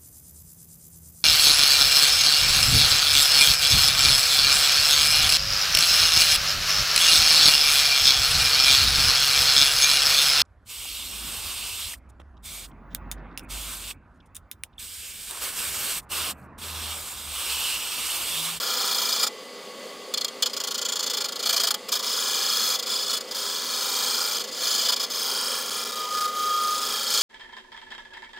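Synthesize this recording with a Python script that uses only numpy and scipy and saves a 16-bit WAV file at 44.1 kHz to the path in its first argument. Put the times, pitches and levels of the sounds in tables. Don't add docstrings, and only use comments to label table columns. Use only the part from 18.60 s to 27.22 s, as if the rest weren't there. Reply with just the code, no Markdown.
import sys
import numpy as np
from scipy import signal
from scipy.fft import rfft, irfft
from scipy.io import wavfile
from scipy.ndimage import uniform_filter1d

SR = 44100
rng = np.random.default_rng(int(sys.argv[2]) if len(sys.argv) > 2 else 0)


def dump(signal):
    limited = np.clip(np.atleast_2d(signal).T, -1, 1)
    pcm = np.round(limited * 32767).astype(np.int16)
    wavfile.write(sys.argv[1], SR, pcm)


def how_loud(loudness_db):
    steps = np.asarray(loudness_db, float) / 20
    return 10 ** steps


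N = 380141
T = np.arange(N) / SR
TURN = 1579

# [t/s, cut level/dB, skip depth/dB, angle of renewed bite/turns]
FEED_CURVE = [(0, -28, 2.5, .85), (.3, -24.8, 3.5, .75), (.6, -26.2, 2.5, .6), (1.5, -27, 28, .97),
              (2.0, -27, 18, .91), (2.5, -24.8, 15, .8), (3.3, -27, 14, .74), (3.47, -26.5, 2.2, .55),
              (4.1, -23.8, 2.5, .55), (4.4, -27.5, 3, .58), (5.07, -31.3, 2.2, .48), (5.13, -28.5, 3, .46),
              (5.52, -25.1, 2.6, .51), (5.78, -27, 3, .55), (6.95, -28.6, 1.5, .6), (7.35, -33.5, 3, .45),
              (8.0, -32, 2.2, .39), (8.62, -25.5, 3, .48)]
# [middle t/s, half length/s, level/dB, extra skip/dB, later bite/turns]
SLACKENINGS = [(1.905, .045, -11, .1, .05), (2.745, .105, -5.5, 7.5, .21), (3.42, .04, -2.2, 9, .1),
               (4.235, .075, -6.5, 19, .44), (4.46, .04, -3, 1.2, .03), (4.605, .04, -2.2, 12, .1),
               (4.725, .05, -2.2, 10, .03), (5.875, .085, -10.5, 13, .52), (5.96, .07, -4.5, .1, .15),
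               (6.375, .045, -4.5, 17, .1), (7.05, .05, -2.2, 1.2, .1), (7.48, .06, -4, .1, .2),
               (7.722, .06, -6.5, .1, .05)]
# [middle t/s, half length/s, level/dB, extra skip/dB]
DIGS = [(.634, .022, 6.5, .1), (.669, .022, 6, -7), (1.54, .065, 8.5, .1), (1.645, .03, 4.5, .1),
        (1.83, .07, 11.3, -10), (3.0, .195, 6.5, -2.2), (3.1, .06, .3, 5), (3.328, .05, 8, -5),
        (4.53, .07, 5, 5), (6.255, .265, 4.3, .6), (6.305, .06, 4, 8), (7.18, .1, 1.5, .1),
        (7.6, .11, 3, 1.2), (8.59, .13, 6, .6)]
# [start t/s, end t/s, depth/dB]
BACK_OFFS = [
    (.68, 1.525, 40),
    (1.685, 1.822, 30),
    (3.148, 3.29, 25),
    (4.61, 4.695, 15),
    (6.453, 6.497, 15),
]
# [middle t/s, depth/dB]
CHIP_JAMS = [
    (5.792, 11),
    (7.1024, 13),
    (7.2455, 17),
    (7.3164, 15),
    (7.3518, 11),
    (7.6022, 8),
    (7.6726, 11),
    (8.2009, 6),
]
# [t/s, thinness/-1..1, repeating share of scrape/0..1, freedom from packed chips/-1..1]
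WALL_CURVE = [(0, -.3, .4, .9), (.6, -.25, .35, .45), (1.55, -.99, .6, -.99), (1.85, -.8, .6, -.45),
              (2.1, -.25, .99, -.15), (2.7, -.15, .95, -.23), (2.87, -.2, .4, -.23), (3.35, .01, .4, .1),
              (3.6, .15, .87, .4), (4.1, -.4, .75, .3), (4.5, -.5, .6, -.1), (4.85, -.1, .96, .95),
              (5.45, .2, .8, .7), (6.05, -.48, .36, -.05), (6.4, -.4, .45, -.3), (6.68, .85, .95, .99),
              (8.33, .95, .97, .99), (8.62, .01, .7, -.46)]
# [f/Hz, width/Hz,
# level/dB]
RING_MODES = [(787, 15, -2.5), (845.8, 7.6, 1.5), (988, 47, -0.5), (1254, 77, 0), (1405, 36.5, 3),
              (1705, 24, 1.2), (2381, 46, -1)]
# [f/Hz, width/Hz, level/dB]
BAR_MODES = [(3005, 45, -5), (3245, 55, -1), (3430, 65, -1.5), (3770, 50, -6), (4250, 60, -4),
             (4400, 90, -2), (4730, 60, -6), (4900, 120, -1), (5130, 170, -4), (5560, 60, -9),
             (6320, 110, -5), (7140, 80, -4)]
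# [f/Hz, width/Hz, level/dB]
TIP_MODES = [(7820, 240, -3), (8430, 260, -1), (9280, 146, 1), (10340, 170, -0.5), (11700, 160, -12),
             (13820, 140, 1.5), (14100, 330, 0.5), (16200, 320, 1)]
# [f/Hz, width/Hz, level/dB]
POST_MODES = [(500, 30, -7.5), (680, 23, 2), (1884, 65, -7.5), (2372, 46, 3.5)]
# [f/Hz, density/dB per Hz]
RUB_SPECTRUM = [(500, -43), (1200, 2), (2200, -13.5), (2800, -7), (3300, -1.5), (5200, 4), (5900, -2.5),
                (7000, 1), (9000, -14), (12300, -13), (15500, -7)]
# [f/Hz, depth/0..1, angle/turns]
BEAMING = [(1200, .2, .9), (1700, .4, .4), (2380, .3, .5), (3005, .6, .55), (3245, .4, .2), (3430, .5, .2),
           (3770, .5, .85), (4300, .45, .62), (4900, .7, .83), (5150, .6, .95), (5560, .4, .1),
           (6320, .3, .05), (7140, .7, .62), (8200, .15, 0), (9250, .6, .35), (10300, .5, .55),
           (14000, .25, 0)]
# [f/Hz, gain/dB]
THINNING_GAIN = [(3000, 1), (3250, 6), (3430, -3), (3770, 1), (4300, -6), (4720, 5), (4900, -3), (5200, 3),
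                 (6320, 1.5), (7140, -4)]
# [t/s, level/dB]
CHATTER_CURVE = [(7.05, -56), (7.162, -40), (7.264, -46), (7.39, -32.5), (7.67, -25), (7.79, -27.5),
                 (7.95, -24.5), (8.14, -27), (8.39, -48)]
# [t/s, level/dB]
ORDER_CURVE = [(7.7, -51), (7.742, -54), (7.848, -53), (7.994, -37), (8.09, -45), (8.528, -47),
               (8.568, -40), (8.62, -42)]
# [t/s, level/dB]
LOW_MODE_CURVE = [(7.3, -59), (7.386, -60), (7.45, -44), (7.47, -38), (7.51, -67), (7.6, -56)]
# [f/Hz, density/dB per Hz]
ROAR_SPECTRUM = [(30, -32.5), (100, -53), (160, -21), (235, -7.5), (300, -15), (400, -10), (500, -1),
                 (620, -10.5), (780, -15.5), (1400, -20), (4500, -20.5), (5400, -25), (8000, -28),
                 (15800, -50)]
# [f/Hz, width/Hz, level/dB]
CASING_MODES = [(1180, 120, -5), (2010, 70, -7), (2830, 60, -10), (3400, 200, -8), (4440, 120, -5),
                (4850, 90, -7), (6320, 220, -14), (7150, 130, -12), (9300, 180, -16), (14100, 200, -21)]
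# [f/Hz, rms/dB]
MACHINE_LINES = [(403.7, -53.5), (516.8, -58.5), (1114, -53), (1211, -62.5), (2013, -57), (2234, -62.5),
                 (2832, -63), (3101, -58), (3235, -84), (3370, -65), (3639, -62), (4447, -59), (4850, -58),
                 (134.6, -73)]


def cut():
    force = contact()
    thinness, share, free = play(WALL_CURVE)
    share = np.clip(share, 0, 1)
    body_db, fizz_db = -2.5 + 6.5 * free, -.4 + 4.9 * free
    skip_db = feed()[1]
    steady = np.clip(1 - skip_db / 16, 0, 1)

    def drive(share_factor):
        repeating = np.clip(share * share_factor, 0, 1)
        old = marks(.89, slip_samples=9.0)
        fresh = rng.standard_normal(N)
        return force * (np.sqrt(repeating) * old + np.sqrt(1 - repeating) * fresh)

    def modes(table, push, thinness=0):
        total = 0
        for k, (hz, width_hz, db) in enumerate(table):
            level = how_loud(db + thinness * read(THINNING_GAIN, hz) + 1.4 * drift(3))
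            swing = 1 + 1.06 * steady * beam(hz)
            total = total + (-1) ** k * level * swing * mode(push, hz, width_hz)
        power = sum(how_loud(db) ** 2 * width_hz for _, width_hz, db in table)
        return total / np.sqrt(power * np.pi / SR)

    ring_push, bar_push = drive(1.1), drive(1.05)
    tip_push, rub_push = drive(.5), drive(.85)
    tip_push = tip_push * (force / np.std(force)) ** .2
    ring = how_loud(-12.5 + body_db) * modes(RING_MODES, ring_push)
    bar = how_loud(-2.0) * modes(BAR_MODES, bar_push, thinness)
    tip = how_loud(-11.5 + fizz_db) * modes(TIP_MODES, tip_push)
    rub = how_loud(-6.0 + .5 * fizz_db) * evened(colour(rub_push, RUB_SPECTRUM)) * np.std(rub_push)
    post = how_loud(-18.0) * (1 - share) * modes(POST_MODES, tip_push)
    return ring + bar + tip + rub + post


def contact():
    level_db, skip_db, angle, arc = feed()
    lift_turns, settle_turns = .2, .13
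    bite_turns = np.maximum(.12 - .0036 * skip_db, .02)
    ahead = (angle - np.arange(N) / TURN) % 1
    lifted = np.clip((arc - ahead) / lift_turns, 0, 1) * np.clip(ahead / bite_turns, 0, 1)
    lost_db = 1.04 * skip_db * lifted
    shock_db = .011 * np.minimum(skip_db, 26) ** 2 * np.exp(-(1 - ahead) / settle_turns)
    grains_db = 1.0 * evened(uniform_filter1d(rng.standard_normal(N), size=40))
    bumps_db = 1.26 * evened(uniform_filter1d(marks(1.0), size=100))
    return how_loud(level_db - lost_db + shock_db + grains_db + bumps_db)


def feed():
    level_db, skip_db, angle = play(FEED_CURVE)
    level_db = level_db + slack_db()
    for s, half_s, _, more_db, later in SLACKENINGS:
        early = nudge(s - .2 * half_s, half_s)
        skip_db = skip_db + more_db * early
        angle = angle + later * np.minimum(3 * nudge(s, half_s), 1)
    for s, half_s, db, more_db in DIGS:
        level_db = level_db + db * nudge(s, half_s)
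        skip_db = skip_db + more_db * nudge(s, half_s)
    leave_s, enter_s, graze_s = .025, .015, .055
    for start, end, db in BACK_OFFS:
        level_db = level_db - db * np.clip(np.minimum((T - start) / leave_s, (end - T) / enter_s), 0, 1)
        graze_db = min(db, 27) * np.clip(1 + np.minimum(T - start, end - T) / graze_s, 0, 1)
        level_db = level_db - .15 * graze_db
        skip_db = skip_db + .52 * graze_db
    skip_db = np.clip(skip_db, 0, 30)
    arc = .33 + .016 * skip_db
    return level_db, skip_db, angle, arc


def slack_db():
    return sum(db * nudge(s, half_s) for s, half_s, db, *_ in SLACKENINGS)


def nudge(middle_s, half_s):
    longest_ramp_s = .08
    return np.clip((half_s - abs(T - middle_s)) / min(half_s, longest_ramp_s), 0, 1)


def marks(keep, slip_samples=0.0):
    keep = np.clip(keep, 0, .98)
    fresh = rng.standard_normal((N // TURN + 31, TURN))
    kept = signal.lfilter([1], [1, -keep], fresh, axis=0)[30:].ravel()
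    slip = np.round(slip_samples * drift(1)).astype(int)
    return evened(kept[np.clip(np.arange(N) + slip, 0, N)])


def beam(hz):
    _, depth, angle = min(BEAMING, key=lambda row: abs(row[0] - hz))
    one_turn = depth * np.cos(2 * np.pi * (np.arange(TURN) / TURN - angle))
    return np.resize(one_turn, N)


def jams():
    half_s, ramp_s = .0038, .0015
    return how_loud(-sum(db * np.clip((half_s - abs(T - s)) / ramp_s, 0, 1) for s, db in CHIP_JAMS))


def swell(rows, hz, throb=0.19):
    start, end = rows[0][0], rows[-1][0]
    fade = np.interp(T, [start, start + .05, end - .03, end], [0, 1, 1, 0])
    phase = 2 * np.pi * np.cumsum(hz + 1.6 * drift(7)) / SR
    turn = 1 + throb * np.cos(2 * np.pi * np.arange(N) / TURN)
    return fade * turn * how_loud(play(rows)[0]) * np.sqrt(2) * np.sin(phase)


def self_excited_notes():
    sag = how_loud(1.4 * slack_db())
    chatter = sag * swell(CHATTER_CURVE, 1234)
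    order = swell(ORDER_CURVE, 49 * SR / TURN, throb=.05)
    return chatter + order + swell(LOW_MODE_CURVE, 985.0)


def enclosure(x):
    t60_s = .059
    t = np.arange(8000) / SR
    tail = rng.standard_normal(8000) * how_loud(-60 * t / t60_s) * (t > .002)
    return signal.oaconvolve(x, tail / np.linalg.norm(tail))[:N]


def machine():
    density = how_loud(read(ROAR_SPECTRUM, np.fft.rfftfreq(N, 1 / SR)))
    roar = evened(irfft(rfft(rng.standard_normal(N)) * density, N))
    whirr = .6 * marks(.6) + .8 * rng.standard_normal(N)
    casing = evened(sum(how_loud(db) * mode(whirr, hz, width_hz) for hz, width_hz, db in CASING_MODES))
    lines = 0
    for hz, db in MACHINE_LINES:
        level = how_loud(db + 2.0 * drift(14)) * np.sqrt(2)
        cycles = np.cumsum(hz + 1.19 * drift(4)) / SR + rng.random()
        lines = lines + level * np.sin(2 * np.pi * cycles)
    return how_loud(-42.0 + .5 * drift(5)) * (roar + how_loud(-5.0) * casing) + lines


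def mode(x, hz, width_hz):
    r = np.exp(-np.pi * width_hz / SR)
    return 2 * signal.lfilter([1 - r], [1, -r * np.exp(2j * np.pi * hz / SR)], x).real


def colour(x, points):
    hz = np.linspace(0, SR / 2, 513)
    gain = how_loud(read(points, hz)) * (hz < SR / 2)
    return signal.oaconvolve(x, signal.firwin2(301, hz, gain, fs=SR), "same")


def read(points, hz):
    f, value = np.transpose(points)
    return np.interp(np.log(hz + 1), np.log(f + 1), value)


def play(rows):
    s, *columns = np.transpose(rows)
    return [np.interp(T, s, c) for c in columns]


def drift(rate_hz):
    rates_hz = rate_hz * np.geomspace(.1, 1, 12)
    coarse = sum(np.sin(2 * np.pi * (f * T[::256] + rng.random())) for f in rates_hz)
    return signal.upfirdn(signal.windows.triang(511), evened(coarse), up=256)[255:N + 255]


def evened(x):
    return x / np.sqrt(np.mean(x ** 2) + 1e-20)


def scene():
    scrape = jams() * cut()
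    notes = np.sqrt(jams()) * self_excited_notes()
    mono = scrape + how_loud(-23.0) * enclosure(scrape) + notes + machine()
    return np.array([mono, mono])


def roll_off(x):
    return signal.sosfilt(signal.butter(12, 16500, fs=SR, output="sos"), x)


def record(dry):
    bass_cut = signal.butter(1, 90, "highpass", fs=SR, output="sos")
    thin = signal.sosfilt(bass_cut, dry)
    band_limit = signal.firwin(511, 15750, window=("kaiser", 9), fs=SR)
    mix = signal.oaconvolve(thin, band_limit[None], "same")
    return roll_off(mix)


dry = scene()
out = record(dry)
dump(out)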